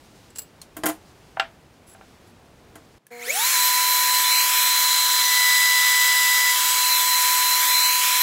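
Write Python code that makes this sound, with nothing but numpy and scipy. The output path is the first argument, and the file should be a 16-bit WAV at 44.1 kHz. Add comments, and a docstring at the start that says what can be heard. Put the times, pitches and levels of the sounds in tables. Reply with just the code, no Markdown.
"""A sleeve rustles and steel ticks in a small workshop: pliers slip off a wooden jig's wire pins and
clatter on the bench, each hit ringing steel or wood; the jig is set down and slid. Then, from another
spot, a switch clicks and a trim router in a vice hums, winds up to about 30000 rpm and whines over its
fan's hiss. A hand brings a block to the bit, takes a light, singing cut and withdraws; the hand's
moving reflection sweeps a comb filter through the hiss."""
import sys
import numpy as np
from scipy import signal
from scipy.fft import rfft, irfft
from scipy.io import wavfile
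from scipy.ndimage import uniform_filter1d

SR = 44100
rng = np.random.default_rng(int(sys.argv[2]) if len(sys.argv) > 2 else 0)


def store_pcm(level_fs):
    """Save levels as 16-bit WAV."""
    pcm = np.round(np.clip(level_fs, -1, 1) * 32767).astype(np.int16)
    wavfile.write(sys.argv[1], SR, np.atleast_2d(pcm).T)


N = 362502
TIME = np.arange(N) / SR
MOVE_S, POWER_S, PEAK_S = 2.983, 3.105, 3.512  # jump to the vice, power on, top of the run-up
SHAFT_HZ, OVERSHOOT_HZ, SAG_HZ = 497.9, 21, .9  # set speed, overshoot, droop in the cut
BEARING_ORDER = 8.1735  # cycles of the bearing's ring per turn
TOP_HZ = 15750

# room tone at the bench: (frequency [Hz], relative density [dB])
ROOM_COLOUR = [(15, -46), (25, -9.5), (86, -3.5), (281, -7), (421, -9), (469, -10.5), (848, -13),
               (1110, -16.5), (1660, -19.5), (1950, -21), (2630, -23), (15500, -39.5)]
# arm movements: (middle [s], length [s], level [dB])
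SLEEVE_SWELLS = [(.12, .55, -64), (1.15, 0.64, -69), (2.08, .45, -69), (2.948, 0.39, -75)]
# hits on each object: (time [s], level [dB], low-pass cutoff [Hz], ring time [factor])
WIRE_HITS = [(.303, -45, 8000, .5), (.353, -47, 8000, .6), (.358, -29.5, 8000, 0.4), (.366, -42, 9000, .6),
             (.372, -38, 12000, 0.53), (.384, -26.5, 15000, 0.92), (.389, -29, 15000, 0.72),
             (.418, -39.5, 15000, 1.2)]
PLIER_HITS = [(.616, -35, 12000, 0.51)]
BENCH_HITS = [(.767, -29, 12000, 0.85), (.789, -27, 377, 0.93), (.835, -17, 6250, 1), (.843, -17, 1300, 1),
              (.857, -17.5, 15000, 0.71), (.863, -13.5, 11000, 0.84), (.887, -22, 11000, 0.75),
              (.896, -22.5, 8000, 1), (2.755, -35.5, 8600, 0.97)]
JIG_HITS = [(1.369, -21, 1040, 0.64), (1.397, -15.5, 9000, 0.95), (1.948, -38, 900, 1),
            (2.011, -42.5, 1400, 1)]
SWITCH_HITS = [(3.067, -40.5, 15000, 0.86), (3.105, -47, 6000, 1)]
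# each object's ring: (frequency [Hz], relative level [dB], 60 dB decay [s])
WIRE_MODES = [(2840, -13.5, 0.26), (4250, -9, .1), (4900, -8, 0.08), (7560, 4, 0.071), (7800, 2, 0.093),
              (10600, -3, 0.084), (11360, -14, 0.11), (14920, 2, .12)]
PLIER_MODES = [(4250, 5, 0.055), (6500, 0, .05), (8700, 2, .06), (9500, -11, .07), (10800, -13, .1)]
BENCH_MODES = [(170, -15.5, .12), (313, 3.5, 0.22), (330.4, -6, 0.18), (452, -8.5, 0.22), (676, 4.5, 0.12),
               (763, -12, 0.23), (1052, -6.5, 0.24), (1377, -2.5, 0.089), (1590, -1.5, 0.085),
               (2004, -3, 0.082), (3160, -2.5, 0.044), (4900, -10, 0.075), (6850, -9, .12), (6760, -22, .1)]
JIG_MODES = [(660, -9, 0.21), (772, -1, 0.11), (1020, -20, 0.14), (1390, -4, 0.12), (1550, -3, 0.082),
             (1690, -8, .08), (1960, -26, .073), (2410, -6, .05), (2820, -0.5, 0.07), (3130, 2.5, 0.029),
             (7630, -19, 0.091)]
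SWITCH_MODES = [(1700, 1, 0.027), (2400, -8.5, .02), (10600, -8, .02), (14200, -2, .02)]
# crack of contact: (frequency [Hz], relative density [dB])
STEEL_CONTACT = [(300, -11), (2000, -7), (5000, -4), (9000, 1), (15500, 1)]
BENCH_CONTACT = [(60, -27), (250, -9), (900, -3), (2500, -11), (5000, -16.5), (9000, -5.5), (15500, 0.5)]
JIG_CONTACT = [(150, -40), (450, -15), (750, -2), (1500, 0.5), (3100, -3.5), (5000, -14), (9000, -29),
               (15500, -21)]
# pushes of the jig: (start [s], length [s], level [dB])
JIG_SLIDES = [(1.865, .088, -52.5), (2.26, .06, -66)]
# magnetic hum of the field coils: (frequency [Hz], relative level [dB])
COIL_PARTIALS = [(240, -57), (480, -44), (720, -50), (960, -59)]
# fan hiss: (frequency [Hz], relative density [dB])
FAN_COLOUR = [(20, -124), (40, -108), (80, -99), (120, -106), (300, -88), (600, -78), (1000, -69.5),
              (1500, -63), (3000, -66.5), (6000, -62), (11000, -63), (14000, -65), (15500, -65.5)]
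# peaks and hollows of housing and base: (centre [Hz], width [Hz], gain open [dB], gain covered [dB])
HOUSING_EQ = [(1880, 420, 5, 3.5), (2257, 97, 10, 10), (2420, 190, 3.5, -2.5), (2650, 43, 7.5, 9),
              (3260, 800, 3, 6), (3950, 620, 1.5, 6), (4860, 320, -9, -1), (7320, 1300, 1.5, 2.5),
              (8500, 850, -5.5, -4.5), (9700, 860, -1.5, -3.5), (11700, 790, 1, -1.5)]
# tones that sweep through housing modes: (shaft multiple, level [dB], mode [Hz], width [Hz], flare [dB])
RUN_UP_FLARES = [(8, -49, 2230, 900, 24.5), (16, -49, 2230, 800, 20), (24, -47, 6800, 1200, 19),
                 (24, -49, 9300, 4000, 15), (48, -47, 6800, 1600, 9)]
# fan and armature tones: (shaft multiple, level at full speed [dB])
ROTOR_PARTIALS = [(4, -43), (6, -44), (8, -39.5), (10, -42.5), (12, -45), (14, -42.5), (16, -35), (18, -47),
                  (32, -49)]
# the bearing's ring and its sidebands: (offset [shaft multiples], relative level [dB])
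BEARING_PARTIALS = [(-4, -12), (0, 2.5), (2, -17), (4, -19)]
# lag of the hand's reflection, shorter when close: (time [s], lag [ms])
HAND_LAG = [(4.0, 1.02), (4.3, .63), (4.49, .49), (4.64, .42), (4.9, .39), (5.5, .43), (6.62, .49),
            (6.88, .55), (7.14, .86), (7.3, 1.05), (7.76, .63), (8.05, .49), (8.22, .43)]
# ring of the hand-to-router gap: (centre [Hz], width [Hz], best lag [ms], lag width [ms], level [dB])
GAP_BANDS = [(2400, 670, 0.448, .26, -31.5), (3530, 420, 0.706, 0.14, -32)]
# block over the base, then against the bit: (start [s], end [s], attack [s], release [s])
COVER_ENVELOPE = (4.58, 7.08, 0.31, 0.44)
CUT_ENVELOPE = (5.12, 6.56, 0.356, 0.057)
# tones of the cutting flutes: (shaft multiple, relative level [dB])
FLUTE_PARTIALS = [(4, .5), (6, -22), (8, -12), (10, -11), (12, -22), (14, -24), (16, -11.5), (26, -26),
                  (28, -23), (30, -26)]


def amp(db):
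    """Decibels to gain."""
    return 10 ** (np.asarray(db) / 20)


def unit(x):
    """Scale to rms 1."""
    return x / np.sqrt(np.mean(x ** 2))


def bump(x, centre, width):
    """Bell curve of height 1, for a resonance or a swell."""
    return np.exp(-(2 * (x - centre) / width) ** 2)


def gate(start, end, attack, release):
    """Attack, hold and release, 0-1."""
    return np.clip(np.minimum((TIME - start) / attack, (end - TIME) / release), 0, 1)


def eq(points):
    """EQ curve through (frequency [Hz], gain [dB]) points, straight over log frequency."""
    f, db = np.transpose(points)
    return lambda hz: np.interp(np.log(hz + 1), np.log(f), db)


def shape(x, colour):
    """Filter by the curve colour, dB over frequency."""
    return irfft(rfft(x) * amp(colour(np.fft.rfftfreq(len(x), 1 / SR))), len(x))


def noise(colour, size=N):
    """Coloured noise at rms 1."""
    return unit(shape(rng.standard_normal(size), colour))


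def walk(rate_hz):
    """Smooth random wander at rms 1."""
    k = max(int(SR / rate_hz), 2)
    steps = np.repeat(rng.standard_normal(N // k + 1), k)
    return unit(uniform_filter1d(uniform_filter1d(steps, k), k)[:N])


def tone(phase, db, flutter_db, rough=0):
    """A machine tone fluttering in moving air; rough adds a narrow skirt of noise."""
    phase = phase + flutter_db / 10 * walk(23) + rng.uniform(0, 2 * np.pi)
    wave = np.sin(phase)
    if rough:
        wave = wave + rough * (walk(400) * wave + walk(400) * np.cos(phase))
    return np.sqrt(2) * amp(db + flutter_db * walk(25)) * wave


def bench_room():
    """A low, gently wavering bed of room tone."""
    return noise(eq(ROOM_COLOUR)) * amp(-52.5 + .48 * walk(5.25))


def sleeve():
    """Cloth rustles faintly and swells as the arm moves."""
    cloth = noise(eq([(300, -21), (2000, -4), (5000, -2.5), (9000, -8.5), (15000, -17)]))
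    swells = sum(amp(db) * bump(TIME, s, length) for s, length, db in SLEEVE_SWELLS)
    return cloth * (amp(-68) + swells) * amp(1.4 * walk(40.04))


def knocks(hits, modes, contact, ring_db, crack_db, crack_t60, room_db, room_t60):
    """Each blow rings the object's modes over a crack of contact noise and a duller room tail."""
    out, t = np.zeros(N), TIME[:SR // 2]
    colour = eq(contact)
    ring_rms = np.sqrt(sum(amp(db) ** 2 for _, db, _ in modes) / 2)
    attack = 1 - np.exp(-t / .00039)
    for s, db, cutoff_hz, hold in hits:
        ring = np.zeros(len(t))
        for mode_hz, mode_db, t60 in modes:
            detuned_hz = mode_hz * (1 + .007 * rng.standard_normal())
            phase = 2 * np.pi * detuned_hz * t + rng.uniform(0, 2 * np.pi)
            ring += amp(mode_db - 60 * t / (t60 * hold)) * np.sin(phase)
        crack = noise(colour, len(t)) * amp(crack_db - 60 * t / crack_t60)
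        tail = noise(lambda hz: colour(hz) - hz / 1200, len(t)) * amp(room_db - 60 * t / room_t60)
        hit = attack * (amp(ring_db) * ring / ring_rms + crack + tail)
        hit = signal.lfilter(*signal.butter(2, cutoff_hz, fs=SR), hit)  # softer contact, less treble
        start = int(s * SR)
        out[start:start + len(t)] += amp(db) * hit
    return out


def plier_slip():
    """Steel jaws tick off the wire pins, then the pliers give one bright click."""
    wire = knocks(WIRE_HITS, WIRE_MODES, STEEL_CONTACT,
                  ring_db=-1, crack_db=1, crack_t60=.039, room_db=-19, room_t60=.14)
    pliers = knocks(PLIER_HITS, PLIER_MODES, STEEL_CONTACT,
                    ring_db=2, crack_db=4, crack_t60=.019, room_db=-9, room_t60=.13)
    return wire + pliers


def bench_clatter():
    """Dropped pliers bounce and ring the bench's low wooden modes; later a tap of the block rings them once
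    more."""
    return knocks(BENCH_HITS, BENCH_MODES, BENCH_CONTACT,
                  ring_db=-5.5, crack_db=3.5, crack_t60=.057, room_db=-9, room_t60=.17)


def jig_knocks():
    """The jig lands, wood on wood, with a short, dry ring."""
    return knocks(JIG_HITS, JIG_MODES, JIG_CONTACT,
                  ring_db=1.5, crack_db=3, crack_t60=.031, room_db=-10.5, room_t60=.19)


def jig_slide():
    """Sliding friction makes the wire pins sing."""
    pins = noise(lambda hz: 14 * bump(hz, 7700, 700) + 16 * bump(hz, 10700, 1300))
    pushes = sum(amp(db) * gate(s, s + length, .015, .015) for s, length, db in JIG_SLIDES)
    return pins * amp(2.2 * walk(200)) * pushes


def vice_room():
    """The quieter, darker room tone around the vice."""
    colour = eq([(20, -36), (40, -15), (80, -10), (120, 15.5), (500, 7.5), (2000, -2), (15000, -23)])
    return noise(colour) * amp(-64.5)


def switch():
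    """The switch snaps over in two tight clicks."""
    return knocks(SWITCH_HITS, SWITCH_MODES, STEEL_CONTACT,
                  ring_db=-4, crack_db=4, crack_t60=.012, room_db=-20, room_t60=.16)


def shaft_speed(cutting, climb_s=.44, settle_s=.12, hunt_s=.2):
    """Turns per second: a soft-start S-curve overshoots, the governor pulls back, the cut drags."""
    progress = np.clip(1 + (TIME - PEAK_S) / climb_s, .01, 1)
    climb = (SHAFT_HZ + OVERSHOOT_HZ) * np.sin(np.pi / 2 * progress) ** 2
    hunting = OVERSHOOT_HZ * bump(TIME, PEAK_S, settle_s) * np.cos(2 * np.pi * (TIME - PEAK_S) / hunt_s)
    speed = np.where(TIME < PEAK_S, climb, SHAFT_HZ + hunting) - SAG_HZ * cutting
    return speed * (1 + .00018 * walk(12))


def coils_and_brushes(pace):
    """Coils hum and scraping brushes ring the housing; a slow armature draws more current for both."""
    current_db = -14 + 15.5 * np.clip(1 - pace ** 4, 0, 1)
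    hum = sum(tone(2 * np.pi * hz * TIME, current_db + db, flutter_db=.5) for hz, db in COIL_PARTIALS)
    scrape = noise(lambda hz: 14 * bump(hz, 1770, 1800) + 13 * bump(hz, 2250, 450)
                   + 12 * bump(hz, 4200, 600) + 9 * bump(hz, 6900, 700))
    return hum + scrape * amp(current_db - 50 + 13 * np.sqrt(pace))


def fan_air(angle, pace, cover, cutting):
    """Turbulence builds with speed, chopped by the flutes and coloured by housing and block."""
    white = rng.standard_normal(N) * np.sqrt(SR / 2)  # 0 dB per Hz
    chop = 1 + (.19 + .11 * cutting) * np.sin(2 * angle)
    swell = (pace ** 2.2 + .0064) * amp(.32 + .38 * walk(30))
    hiss = shape(white * chop * swell, eq(FAN_COLOUR))
    free = shape(hiss, lambda hz: sum(db * bump(hz, f, width) for f, width, db, _ in HOUSING_EQ))
    covered = shape(hiss, lambda hz: sum(db * bump(hz, f, width) for f, width, _, db in HOUSING_EQ))
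    return (1 - cover) * free + cover * covered


def run_up(speed, angle):
    """Starting current shakes slots and brushes; the rising tones flare through the housing's modes."""
    strain = np.clip(speed / 200, 0, 1) ** 3 * np.clip(4 * (1 - speed / SHAFT_HZ), 0, 1)
    out = np.zeros(N)
    for order, db, mode_hz, width_hz, flare_db in RUN_UP_FLARES:
        hz = order * speed
        level_db = db + flare_db * bump(hz, mode_hz, width_hz)
        out += (hz < TOP_HZ) * tone(order * angle, level_db, flutter_db=1.5, rough=.3 + order / 50)
    return strain * out


def whine(speed, angle, growth_db, overshoot, lag_ms, cutting):
    """Two cycles a turn: dips near 650 Hz and at the overshoot, shaded by the hand and the cut."""
    hz = 2 * speed
    onset = np.clip((hz - 430) / 40, 0, 1) * amp(-10 * bump(hz, 650, 170))
    near = (lag_ms.max() - lag_ms) / np.ptp(lag_ms)
    dip_db = 3 * near + 2.5 * cutting + 7 * overshoot + 4 * bump(TIME, PEAK_S, .3)
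    return onset * tone(2 * angle, -25.5 + growth_db - dip_db, flutter_db=.45)


def commutator(angle, growth_db, overshoot, lag_ms, cover, bars=24):
    """The bars whistle, louder with the hand very close and softer under the block."""
    lift_db = 10.5 * bump(lag_ms, .396, .064) * (1 - cover)
    level_db = -31 + 4.2 * growth_db + lift_db - 4 * cover - 2.5 * overshoot
    return tone(bars * angle, level_db, flutter_db=2.5, rough=.15)


def rotor(angle, growth_db, cutting):
    """Fan and armature harmonics grow with speed and give way to the flutes in the cut."""
    tones = sum(tone(order * angle, db + 4 * growth_db, flutter_db=3.5) for order, db in ROTOR_PARTIALS)
    return (1 - cutting) * tones


def bearing(speed, angle, growth_db, overshoot, lag_ms, facing, cover, cutting):
    """A rough ring beating with the shaft; the hand's inverted echo ducks it at whole-cycle lags."""
    lag_cycles = BEARING_ORDER * speed * lag_ms / 1000
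    comb_db = 20 * np.log10(np.abs(1 - .7 * facing * np.exp(2j * np.pi * lag_cycles)))
    level_db = -29.3 + 9 * growth_db + comb_db - 1.5 * cover - cutting - 8 * overshoot
    return sum(tone((BEARING_ORDER + offset) * angle, level_db + db, flutter_db=.5, rough=.23)
               for offset, db in BEARING_PARTIALS)


def hand_echo(air, lag_ms, facing, cover):
    """The hand throws back the hiss's upper mids, late and inverted; the block screens most of it."""
    colour = eq([(1300, -20), (2200, -4), (2900, 1.5), (4200, 1), (6000, -8), (9000, -6), (15000, -14)])
    late = np.interp(TIME - lag_ms / 1000, TIME, shape(air, colour))
    return -.56 * facing * (1 - .72 * cover) * late


def gap_ring(lag_ms, cover):
    """Air rings between hand and router at certain distances, unless the block closes the gap."""
    out = np.zeros(N)
    for centre, width, best_ms, zone_ms, db in GAP_BANDS:
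        band = noise(lambda hz: -40 * np.log10(1 + (2 * (hz - centre) / width) ** 4))
        out += band * amp(db) * bump(lag_ms, best_ms, zone_ms)
    return (1 - cover) * out


def cut(angle, cutting, ease_db_per_s=1.24):
    """The bit sings as it bites; flute tones, shakier up high, ease off over a faint rumble."""
    cut_db = -20.5 - ease_db_per_s * (TIME - CUT_ENVELOPE[0])
    flutes = sum(tone(order * angle, cut_db + db, flutter_db=.17 * np.sqrt(order - 3))
                 for order, db in FLUTE_PARTIALS)
    bite = tone(12 * angle, -34.5, flutter_db=4, rough=.26) * bump(TIME, 5.35, .3)
    rumble = noise(lambda hz: -40 * np.log10(1 + (hz / 60) ** 2)) * amp(-77 + 4 * walk(9))
    return bite + cutting * (flutes + rumble)


def router():
    """One shaft drives the router's layers while hand and block move in and out."""
    cover, cutting = gate(*COVER_ENVELOPE), gate(*CUT_ENVELOPE)
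    speed = shaft_speed(cutting)
    pace, angle = speed / SHAFT_HZ, 2 * np.pi * np.cumsum(speed) / SR
    growth_db = 20 * np.log10(np.minimum(pace, 1))
    overshoot = bump(speed, SHAFT_HZ + OVERSHOOT_HZ, OVERSHOOT_HZ)
    lag_ms = np.interp(TIME, *np.transpose(HAND_LAG))
    facing = bump(lag_ms, centre=.57, width=.55)  # the hand reflects best at one distance
    air = fan_air(angle, pace, cover, cutting)
    motor = (coils_and_brushes(pace) + run_up(speed, angle)
             + whine(speed, angle, growth_db, overshoot, lag_ms, cutting)
             + commutator(angle, growth_db, overshoot, lag_ms, cover)
             + rotor(angle, growth_db, cutting)
             + bearing(speed, angle, growth_db, overshoot, lag_ms, facing, cover, cutting))
    hand = hand_echo(air, lag_ms, facing, cover) + gap_ring(lag_ms, cover)
    power = np.clip((TIME - POWER_S) / .013, 0, 1)
    return power * (air + motor + hand + cut(angle, cutting))


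def thud():
    """One soft, dull bump near the end."""
    body = noise(lambda hz: 45 * bump(hz, 120, 130) - 20 * np.log10(1 + hz / 300))
    return body * amp(-57.5) * bump(TIME, 7.72, .11)


def scene():
    """A hard cut from bench to vice, the same in both channels."""
    bench = bench_room() + sleeve() + plier_slip() + bench_clatter() + jig_knocks() + jig_slide()
    vice = vice_room() + switch() + router() + thud()
    mono = np.where(TIME < MOVE_S, bench, vice)
    return np.array([mono, mono])


def record(dry):
    """A steep low-pass shaves off the very top."""
    return signal.sosfilt(signal.ellip(12, .1, 80, TOP_HZ, fs=SR, output="sos"), dry)


dry = scene()
out = record(dry)
store_pcm(out)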